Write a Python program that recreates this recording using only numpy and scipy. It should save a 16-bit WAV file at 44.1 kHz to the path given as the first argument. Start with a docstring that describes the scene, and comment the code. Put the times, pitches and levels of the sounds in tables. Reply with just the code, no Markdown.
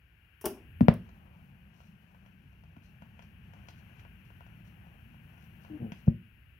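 """Record player in a small room

A button snaps and the stylus drops on the record with two thumps from a loudspeaker on the left.
The silent groove rumbles and swishes as the record turns, and specks pop under the stylus.
Then the return gear sticks and slips with a groan, and the arm lifts off with a last thump."""
import sys
import numpy as np
from scipy import signal
from scipy.fft import rfft, irfft
from scipy.io import wavfile
from scipy.ndimage import uniform_filter1d

SR = 44100
rng = np.random.default_rng(int(sys.argv[2]) if len(sys.argv) > 2 else 0)


def log_audio(samples):
    """Write samples as a 16-bit WAV file to the path given in sys.argv[1]."""
    # one column per channel
    frames = np.atleast_2d(samples).T
    # limit to full scale, then quantise
    limited = np.clip(frames, -1, 1)
    pcm = np.round(limited * 32767).astype(np.int16)
    wavfile.write(sys.argv[1], SR, pcm)


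N = 290619
TIME = np.arange(N) / SR
RING_TIME = np.arange(SR // 2) / SR
TURN_S = 1.8

# Jolts that reach the pickup. Each row: start in seconds, woofer level in dB, pitch in Hz,
# swell in seconds, crack level in dB, crack low-pass in Hz.
JOLTS = [(.448, -43.5, 63, .013, -58, 502), (0.8085, -6.5, 213, 0.006, -15.5, 4930),
         (0.8217, -16, 120, 0.0057, -30, 598), (.8840, -4, 172.3, 0.0039, -0.5, 5430),
         (2.768, -41, 222, 0.00444, -51, 800), (3.0200, -43, 187, 0.0051, -52.5, 900),
         (5.9178, -30, 195, 0.0056, -57, 510), (6.0691, -28.5, 174.6, .004, -41, 600),
         (6.0777, -29, 347, 0.0048, -15.5, 455), (6.0786, -7.5, 146.3, 0.0043, -66, 508)]
# Big specks in the groove. Each row: start in seconds, then body, snap and spray in relative dB.
POPS = [(1.091, -48, -70, -63.5), (1.804, -45.5, -67, -68), (2.147, -48, -78, -84.5),
        (2.262, -49.5, -61.5, -73), (2.637, -50, -73, -70.5), (2.766, -45, -66, -83),
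        (3.022, -40, -63, -67), (3.193, -40.5, -54.5, -66), (3.224, -47, -64, -61.5),
        (3.536, -45, -65, -64), (3.686, -38.5, -52, -52), (3.996, -55, -55, -67), (4.051, -42.5, -66, -86),
        (4.304, -45.5, -81, -73), (4.408, -40.5, -82, -85), (4.465, -46.5, -81, -67),
        (5.144, -49, -75, -84), (5.379, -51, -67, -69), (5.649, -42, -63, -64), (5.92, -35, -46.5, -52.5)]
# Scuffed patches. Each row: start in seconds, length in seconds, level in dB.
SCUFFS = [(1.70, 0.22, -78.5), (2.817, 0.072, -77), (3.204, .06, -78), (3.663, 0.06, -70),
          (3.735, .08, -76.5), (3.979, 0.038, -74), (4.242, 0.044, -79), (4.642, 0.055, -76.5),
          (5.387, .08, -76.5), (5.604, 0.045, -75), (5.933, 0.093, -76), (6.057, 0.025, -73)]
# Button and switch clicks. Each row: start in seconds, thud in dB, rattle in dB, its T60 in seconds.
CLICKS = [(0.412, -58.5, -46.5, 0.076), (0.4425, -33.5, -40, 0.0026), (.4470, -30, -70, .012),
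          (0.4503, -51.5, -75, 0.025), (0.4554, -37.5, -28, 0.031), (0.4579, -36, -23, 0.02),
          (0.4636, -25, -34.5, 0.07), (0.8125, -72.5, -47.5, 0.015), (.8838, -71.5, -39, .007),
          (.9392, -80, -48, 0.025)]
# Groans of the return gear. Each row: start, rise and fall in seconds, pitch in Hz, sag rate per second,
# peak level in dB, drop at both ends in dB, overtone boost in dB.
GROANS = [(5.698, .035, .045, 310, 0.54, -41, 3.5, -11), (5.788, 0.036, 0.09, 125.5, 1.7, -32.5, 19, 4)]

# Resonances. Each row: frequency in Hz, relative level in dB, T60 in seconds.
BOOM_MODES = [(63.5, -34.5, 0.36), (111, -25, 0.33), (188, -33, .22), (226.9, -14, 0.18),
              (365.5, -31.5, 0.1)]  # cabinet and room
ARM_MODES = [(1975, -36.5, .07), (2930, -43.5, 0.07), (3926, -48, .12), (4430, -45.5, .1),
             (5750, -52.5, .15), (7600, -59, 0.17)]  # tone arm
CONE_MODES = [(560, -24.5, 0.0055), (711, -14.5, .016), (946, -9.5, 0.012), (1464, -17.5, 0.021),
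              (2135, -30.5, 0.0069)]  # loudspeaker cone
PANEL_MODES = [(225, -11.5, .12), (356.3, -8, 0.08), (415, -15.5, 0.15), (397, 1, 0.14), (614, -5.5, .05),
               (770, -5, 0.053), (856, -10, 0.055), (1380, -18, .03), (2900, -17.5, 0.037),
               (5400, -26.5, 0.07), (5540, -28, 0.08), (10355, -30, 0.068)]  # plastic front panel

# Tone colours of the hits and noise beds. Each row: frequency in Hz, relative level in dB.
CRACK_EQ = [(100, -16.5), (300, -5.5), (600, 4), (1000, -7), (1400, -14), (2100, -18), (3000, -26),
            (4000, -32), (5200, -34.5), (6200, -45), (7500, -50), (11000, -31.5), (16000, -45.5)]
POP_SNAP_EQ = [(500, -40), (1100, 1), (1600, 4), (2700, 4.5), (3300, 0.5), (4200, -33.5), (8000, -51)]
POP_EDGE_EQ = [(1000, -32.5), (2700, -4.5), (4300, 1.5), (5000, -1.5), (6000, 2), (7000, -6.5), (8300, -22),
               (12000, -13.5), (16000, -19)]
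DRONE_EQ = [(80, -26), (130, -2), (190, 1.5), (225, -6), (280, -22), (420, -36), (900, -58)]
RUSH_EQ = [(200, -11.5), (330, 0), (450, -4), (750, 1.5), (1000, -1.5), (1250, -5), (1600, -10),
           (2800, -14), (4000, -38), (8000, -47)]
SWISH_EQ = [(1500, -16), (3000, 0), (4400, 5.5), (4900, -1), (5800, 6), (7000, -2.5), (8500, -7),
            (12000, -4), (16000, -16.5)]
LATCH_EQ = [(300, -5), (1000, -0.5), (3000, -6), (4200, -18), (5500, -2.5), (7500, -13.5), (9300, -2),
            (10500, 2.5), (13500, -1.5), (16000, -1.5)]
PLINTH_EQ = [(120, -18.5), (220, 2), (390, -7.5), (520, -10.5), (800, -12.5), (1000, -15.5), (1400, -29.5),
             (3000, -44.5)]
GEAR_EQ = [(50, -19), (100, 11.5), (220, 13), (305, 3), (350, -3), (460, -1.5), (580, -12.5), (740, -8),
           (1000, -27.5), (1500, -38), (4000, -67.5)]
RUMBLE_EQ = [(22, -19.5), (40, -8.5), (60, -2), (90, 1), (130, -4), (200, -19.5), (300, -22.5),
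             (600, -44.5), (2000, -69.5)]
HISS_EQ = [(700, -15.5), (1200, -10), (1530, 3), (1800, 0), (2100, -2.5), (2400, 3), (2800, 3.5),
           (3100, -3.5), (3600, -20.5), (5000, -43.5)]
AIR_EQ = [(5000, -19.5), (9000, -15.5), (10500, -3), (11800, 1.5), (14500, -4), (16000, -3.5)]
ROOM_TONE_EQ = [(25, -9), (60, 3), (130, -6), (250, -20.5), (450, -28), (1100, -30.5), (1700, -38.5),
                (4500, -41.5), (8000, -52.5)]

# A slight warp swells the groove noise. Each row: swells per turn, first crest in seconds, depth in dB.
DRONE_SWELLS = [(1, 1.53, 1.8), (4, 0.15, 1.7)]
RUSH_SWELLS = [(1, 1.65, 0.8), (2, .31, 1.1), (4, .41, 1.5)]
SWISH_SWELLS = [(2, 0.17, 2), (5, .35, 1.5)]

# Fader rides for the stylus rush and platter rumble. Each row: time in seconds, relative level in dB.
RUSH_FADER = [(1.2, -73), (1.43, -75.5), (2.58, -79.5), (2.78, -77), (3.29, -77), (3.69, -71.5),
              (4.17, -77.5), (4.66, -72), (5.19, -76.5), (5.6, -72)]
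RUMBLE_FADER = [(0.15, -80), (0.7, -51), (1.2, -55), (2.0, -67), (2.55, -57.5), (2.95, -60), (3.45, -53.5),
                (4.5, -52.5), (5.15, -57), (6.45, -59)]
# Fader rides for the hiss. Each row: time in seconds, then narrow and airy hiss in relative dB.
HISS_FADER = [(0.0, -73.5, -86.5), (0.83, -66, -76.5), (1.19, -71.5, -81.5), (2.7, -72, -84.5),
              (3.87, -66.5, -79), (5.03, -68.5, -79), (5.87, -66.5, -76.5), (6.2, -69.5, -81),
              (6.59, -70, -82)]

# How alike left and right are. Each row: frequency in Hz, coherence from 0 to 1.
COHERENCE = [(60, 0.95), (200, 0.97), (400, 1), (800, 0.68), (3000, 0.14), (7000, 0.34), (13000, .55)]
# Shading of the loudspeaker on the far side. Each row: frequency in Hz, right minus left in dB.
SHADOW_EQ = [(60, -3.5), (200, -0.5), (400, -10.5), (750, -4), (1300, -9.5), (2400, -7), (4400, -10.5),
             (9000, -19)]
# Early echoes off desk, lid and wall. 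Each row: delay in seconds, level in dB.
ECHOES = [(.0009, -17.5), (.0022, -9), (.0029, -11.5), (.0043, -14.5), (.0074, -14)]
# Reverb decay. Each row: frequency in Hz, T60 in seconds.
REVERB_T60 = [(100, 0.096), (220, 0.51), (600, 0.15), (1500, 0.22), (5000, 0.27), (14000, 0.23)]
# Reverb colour. Each row: frequency in Hz, gain in dB.
REVERB_EQ = [(60, -24), (200, -13), (400, -11), (700, -11), (1200, -9.5), (3000, -5.5), (6000, -9),
             (14000, -12)]


def stylus_thumps():
    """Each jolt gives a crack, a few swelling woofer cycles and a boom; the tone arm rings faintly."""
    woofer, cracks = np.zeros((2, N))
    for start, woofer_db, hz, swell_s, crack_db, lowpass_hz in JOLTS:
        progress = RING_TIME / swell_s
        swell = (progress * np.exp(1 - progress)) ** 2
        add(woofer, start, -amp(woofer_db) * swell * np.sin(2 * np.pi * hz * RING_TIME))
        add(woofer, start + swell_s, amp(woofer_db) * ring(BOOM_MODES))
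        crack = signal.lfilter(*signal.butter(2, lowpass_hz, fs=SR), pulse(CRACK_EQ))
        add(cracks, start, amp(crack_db) * crack)
    arm = signal.oaconvolve(np.diff(cracks, prepend=0), ring(ARM_MODES))[:N]
    return loudspeaker(woofer + cracks, reverb_db=-3) + arm


def crackle(body_gain_db=9, snap_gain_db=13, spray_gain_db=12, low_cut_hz=520, detune=.07):
    """Specks flick the stylus, shake the cone and crumble in a spray, with grit and dust between them."""
    pops = np.zeros(N)
    snap, edge = pulse(POP_SNAP_EQ), pulse(POP_EDGE_EQ)
    for start, body_db, snap_db, spray_db in POPS:
        crumbs = rng.standard_normal(len(RING_TIME)) * np.exp(-RING_TIME / .003)
        spray = signal.fftconvolve(crumbs / np.linalg.norm(crumbs), edge)
        body = ring([(hz * (1 + detune * rng.uniform(-1, 1)), db, t60) for hz, db, t60 in CONE_MODES])
        add(pops, start, amp(body_db + body_gain_db) * highpass(body, low_cut_hz))
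        add(pops, start, amp(snap_db + snap_gain_db) * snap)
        add(pops, start, amp(spray_db + spray_gain_db) * spray)
    grit, dust = specks(per_s=4.4), specks(per_s=56)
    add(pops, 0, signal.oaconvolve(amp(-70) * dust + amp(-61) * grit, edge))
    add(pops, 0, amp(-49) * signal.oaconvolve(grit, highpass(ring(CONE_MODES), low_cut_hz)))
    return loudspeaker(pops, reverb_db=2)


def specks(per_s):
    """Random flicks of uneven size while the stylus is down."""
    return (rng.random(N) < per_s / SR) * rng.uniform(-1, 1, N) * stylus_contact()


def stylus_contact():
    """A gate, open while the stylus rides in the groove."""
    return np.interp(TIME, [.81, .88, 6.07, 6.12], [0, 1, 1, 0])


def groove(spiral_start_s=3.15, spiral_rise_s=.32):
    """Ripples in the vinyl drone; its uneven grain rushes and swishes as the record turns."""
    # Near the label the groove spirals in faster and gets noisier.
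    spiral = np.clip((TIME - spiral_start_s) / spiral_rise_s, 0, 1)
    drone = amp(-60.5 + spiral) * warp(DRONE_SWELLS) * noise(DRONE_EQ, right_db=-2, lag_samples=16)
    rush = amp(1) * fader(RUSH_FADER) * warp(RUSH_SWELLS) * noise(RUSH_EQ, right_db=-9.5, lag_samples=16)
    swish = amp(-92 + 3 * spiral) * warp(SWISH_SWELLS) * noise(SWISH_EQ, right_db=-6)
    grain, patches = waver(1.4, samples=700), waver(1.5, samples=2500)
    return (patches * (drone + grain * swish) + grain * rush) * stylus_contact()


def warp(swells):
    """A gain that repeats with every turn of the warped record."""
    return amp(sum(db * np.cos(2 * np.pi * per_turn * (TIME - crest) / TURN_S)
                   for per_turn, crest, db in swells))


def scuffs(ticks_per_s=1500):
    """Scuffed vinyl rasps under the stylus in dense runs of tiny ticks."""
    ticks = (rng.random(N) < ticks_per_s / SR) * rng.standard_normal(N)
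    swell = np.zeros(N)
    for start, length, db in SCUFFS:
        add(swell, start, amp(db) * signal.windows.tukey(round(length * SR), .6))
    return loudspeaker(swell * unit_rms(colour(ticks, SWISH_EQ)), reverb_db=4)


def button(right_db=-3.5, plinth_t60=.5):
    """The key bottoms out on the panel, its latch snaps in a rattle and the hollow plinth rings on."""
    clicks = np.zeros((2, N))
    panel = highpass(ring(PANEL_MODES), 240)  # the panel's ring carries little bass
    for start, thud_db, rattle_db, t60 in CLICKS:
        burst = rng.standard_normal(len(RING_TIME)) + .4 * rng.standard_normal((2, len(RING_TIME)))
        plinth = decay(-19, plinth_t60) * unit_rms(colour(burst, PLINTH_EQ))
        rattle = decay(rattle_db, t60) * unit_rms(colour(burst, LATCH_EQ))
        add(clicks, start, amp(thud_db) * (panel + plinth) + rattle)
    return clicks * amp([[0], [right_db]]) + amp(1) * reverb(clicks.mean(0))


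def return_gear(scrape_db=-8, harmonics=9):
    """Uneven stick-slip cycles swell into a groan, sag in pitch and fade, with some scraping."""
    groans = np.zeros(N)
    wobble, grip = waver(.2, samples=160), waver(1.3, samples=220)
    scrape = amp(scrape_db) * unit_rms(colour(rng.standard_normal(N), GEAR_EQ))
    for start, rise, fall, hz, sag, peak_db, drop_db, overtone_db in GROANS:
        active = (TIME > start) & (TIME < start + rise + fall)
        t = TIME[active] - start
        pitch = hz * np.exp(-sag * t) * wobble[active]
        phase = 2 * np.pi * np.cumsum(pitch) / SR
        slips = sum(amp(curve_at(GEAR_EQ, k * pitch) + overtone_db * (k > 1)) * np.sin(k * phase)
                    for k in range(1, harmonics + 1))
        swell = amp(peak_db - drop_db * np.interp(t, [0, rise, rise + fall], [1, 0, 1]))
        force = grip[active] * swell * signal.windows.tukey(len(t), .1)
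        add(groans, start, force * (unit_rms(slips) + scrape[active]))
    return loudspeaker(groans, reverb_db=2)


def background():
    """The bed: platter rumble, a narrow hiss on the left, a thin airy hiss and still room tone."""
    rumble = amp(-1) * fader(RUMBLE_FADER) * noise(RUMBLE_EQ, right_db=-.5, lag_samples=16)
    hiss = amp(1) * fader(HISS_FADER) * noise(HISS_EQ, right_db=-29.5)
    air = amp(1) * fader(HISS_FADER, column=2) * noise(AIR_EQ, right_db=-5.5)
    air *= waver(.8, samples=1800)
    room_tone = amp(-63.5) * noise(ROOM_TONE_EQ, right_db=-.5)
    return rumble + hiss + air + room_tone


def loudspeaker(x, reverb_db, lag_samples=16):
    """Sound from the left reaches the right late and shaded; near surfaces throw back its treble."""
    treble = highpass(x, 900, order=1)
    left = x + sum(amp(db) * np.roll(treble, round(delay * SR)) for delay, db in ECHOES)
    right = colour(np.roll(left, lag_samples), SHADOW_EQ)
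    return np.array([left, right]) + amp(reverb_db) * reverb(x)


def reverb(x, predelay_s=.00053, build_s=.0015):
    """Diffuse reflections of the small room, each band dying at its own speed."""
    white = noise([(20, 0), (20000, 0)], right_db=0)[:, :len(RING_TIME)]
    hz, t, bands = signal.stft(white, SR, nperseg=256)
    bands *= amp(-60 * t / curve_at(REVERB_T60, hz)[:, None])
    tail = signal.istft(bands, SR, nperseg=256)[1]
    tail = colour(tail / np.linalg.norm(tail[0]), REVERB_EQ)[:, :len(RING_TIME)]
    tail *= np.interp(RING_TIME, [predelay_s, predelay_s + build_s, .35, .45], [0, 1, 1, 0])
    return signal.fftconvolve(x[None], tail, axes=1)[:, :N]


def noise(eq, right_db, lag_samples=0):
    """Stereo noise, alike on both sides in the bass; the right can lag, and the centre has rms 1."""
    shared, separate = rfft(rng.standard_normal((2, N)))
    coherence = curve_at(COHERENCE, np.fft.rfftfreq(N, 1 / SR))
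    blend = coherence * shared + np.sqrt(1 - coherence ** 2) * separate
    left, right = colour(irfft([shared, amp(right_db) * blend], N), eq)
    pair = np.array([left, np.roll(right, lag_samples)])
    return pair / np.std(pair.mean(0))


def pulse(eq, size=4096):
    """The sharpest causal click with this tone colour, peak 1."""
    log_gain = np.log(amp(curve_at(eq, abs(np.fft.fftfreq(size, 1 / SR)))))
    minimum_phase = np.exp(np.conj(signal.hilbert(log_gain)))
    click = np.fft.ifft(minimum_phase).real[:size // 2]
    return click / abs(click).max()


def ring(modes):
    """Dying sines of a struck body."""
    return sum(decay(db, t60) * np.sin(2 * np.pi * hz * RING_TIME) for hz, db, t60 in modes)


def decay(db, t60):
    """An envelope that starts at db and falls 60 dB in t60 seconds."""
    return amp(db - 60 * RING_TIME / t60)


def waver(depth_db, samples):
    """A random gain that drifts over about this many samples."""
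    drift = uniform_filter1d(uniform_filter1d(rng.standard_normal(N), samples), samples)
    return amp(depth_db * unit_rms(drift))


def fader(rows, column=1):
    """One dB column of a fader ride as a gain for every sample."""
    rows = np.asarray(rows)
    return amp(np.interp(TIME, rows[:, 0], rows[:, column]))


def colour(x, eq):
    """Filters by an EQ curve."""
    size = x.shape[-1]
    return irfft(rfft(x) * amp(curve_at(eq, np.fft.rfftfreq(size, 1 / SR))), size)


def highpass(x, hz, order=2):
    """Thins out the lows."""
    return signal.lfilter(*signal.butter(order, hz, "high", fs=SR), x)


def curve_at(points, hz):
    """Reads a curve on a log-frequency axis."""
    point_hz, values = np.transpose(points)
    return np.interp(np.log(hz + 1), np.log(point_hz + 1), values)


def add(mix, start_s, sound):
    """Mixes a sound in at its start time."""
    part = mix[..., round(start_s * SR):][..., :sound.shape[-1]]
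    part += sound[..., :part.shape[-1]]


def amp(db):
    """Decibels to gain."""
    return 10 ** (np.asarray(db) / 20)


def unit_rms(x):
    """Scales to rms 1."""
    return x / np.sqrt(np.mean(x ** 2) + 1e-20)


def scene():
    """The record player over its background bed, in stereo."""
    return button() + stylus_thumps() + crackle() + scuffs() + groove() + return_gear() + background()


def record(dry, low_cut_hz=40, high_cut_hz=15900):
    """Rolls off the deepest bass and the top of the treble."""
    dry = signal.sosfilt(signal.butter(4, low_cut_hz, "high", fs=SR, output="sos"), dry)
    lowpass = signal.firwin(511, high_cut_hz, window=("kaiser", 9), fs=SR)
    return signal.oaconvolve(dry, lowpass[None], "same")


dry = scene()
out = record(dry)
log_audio(out)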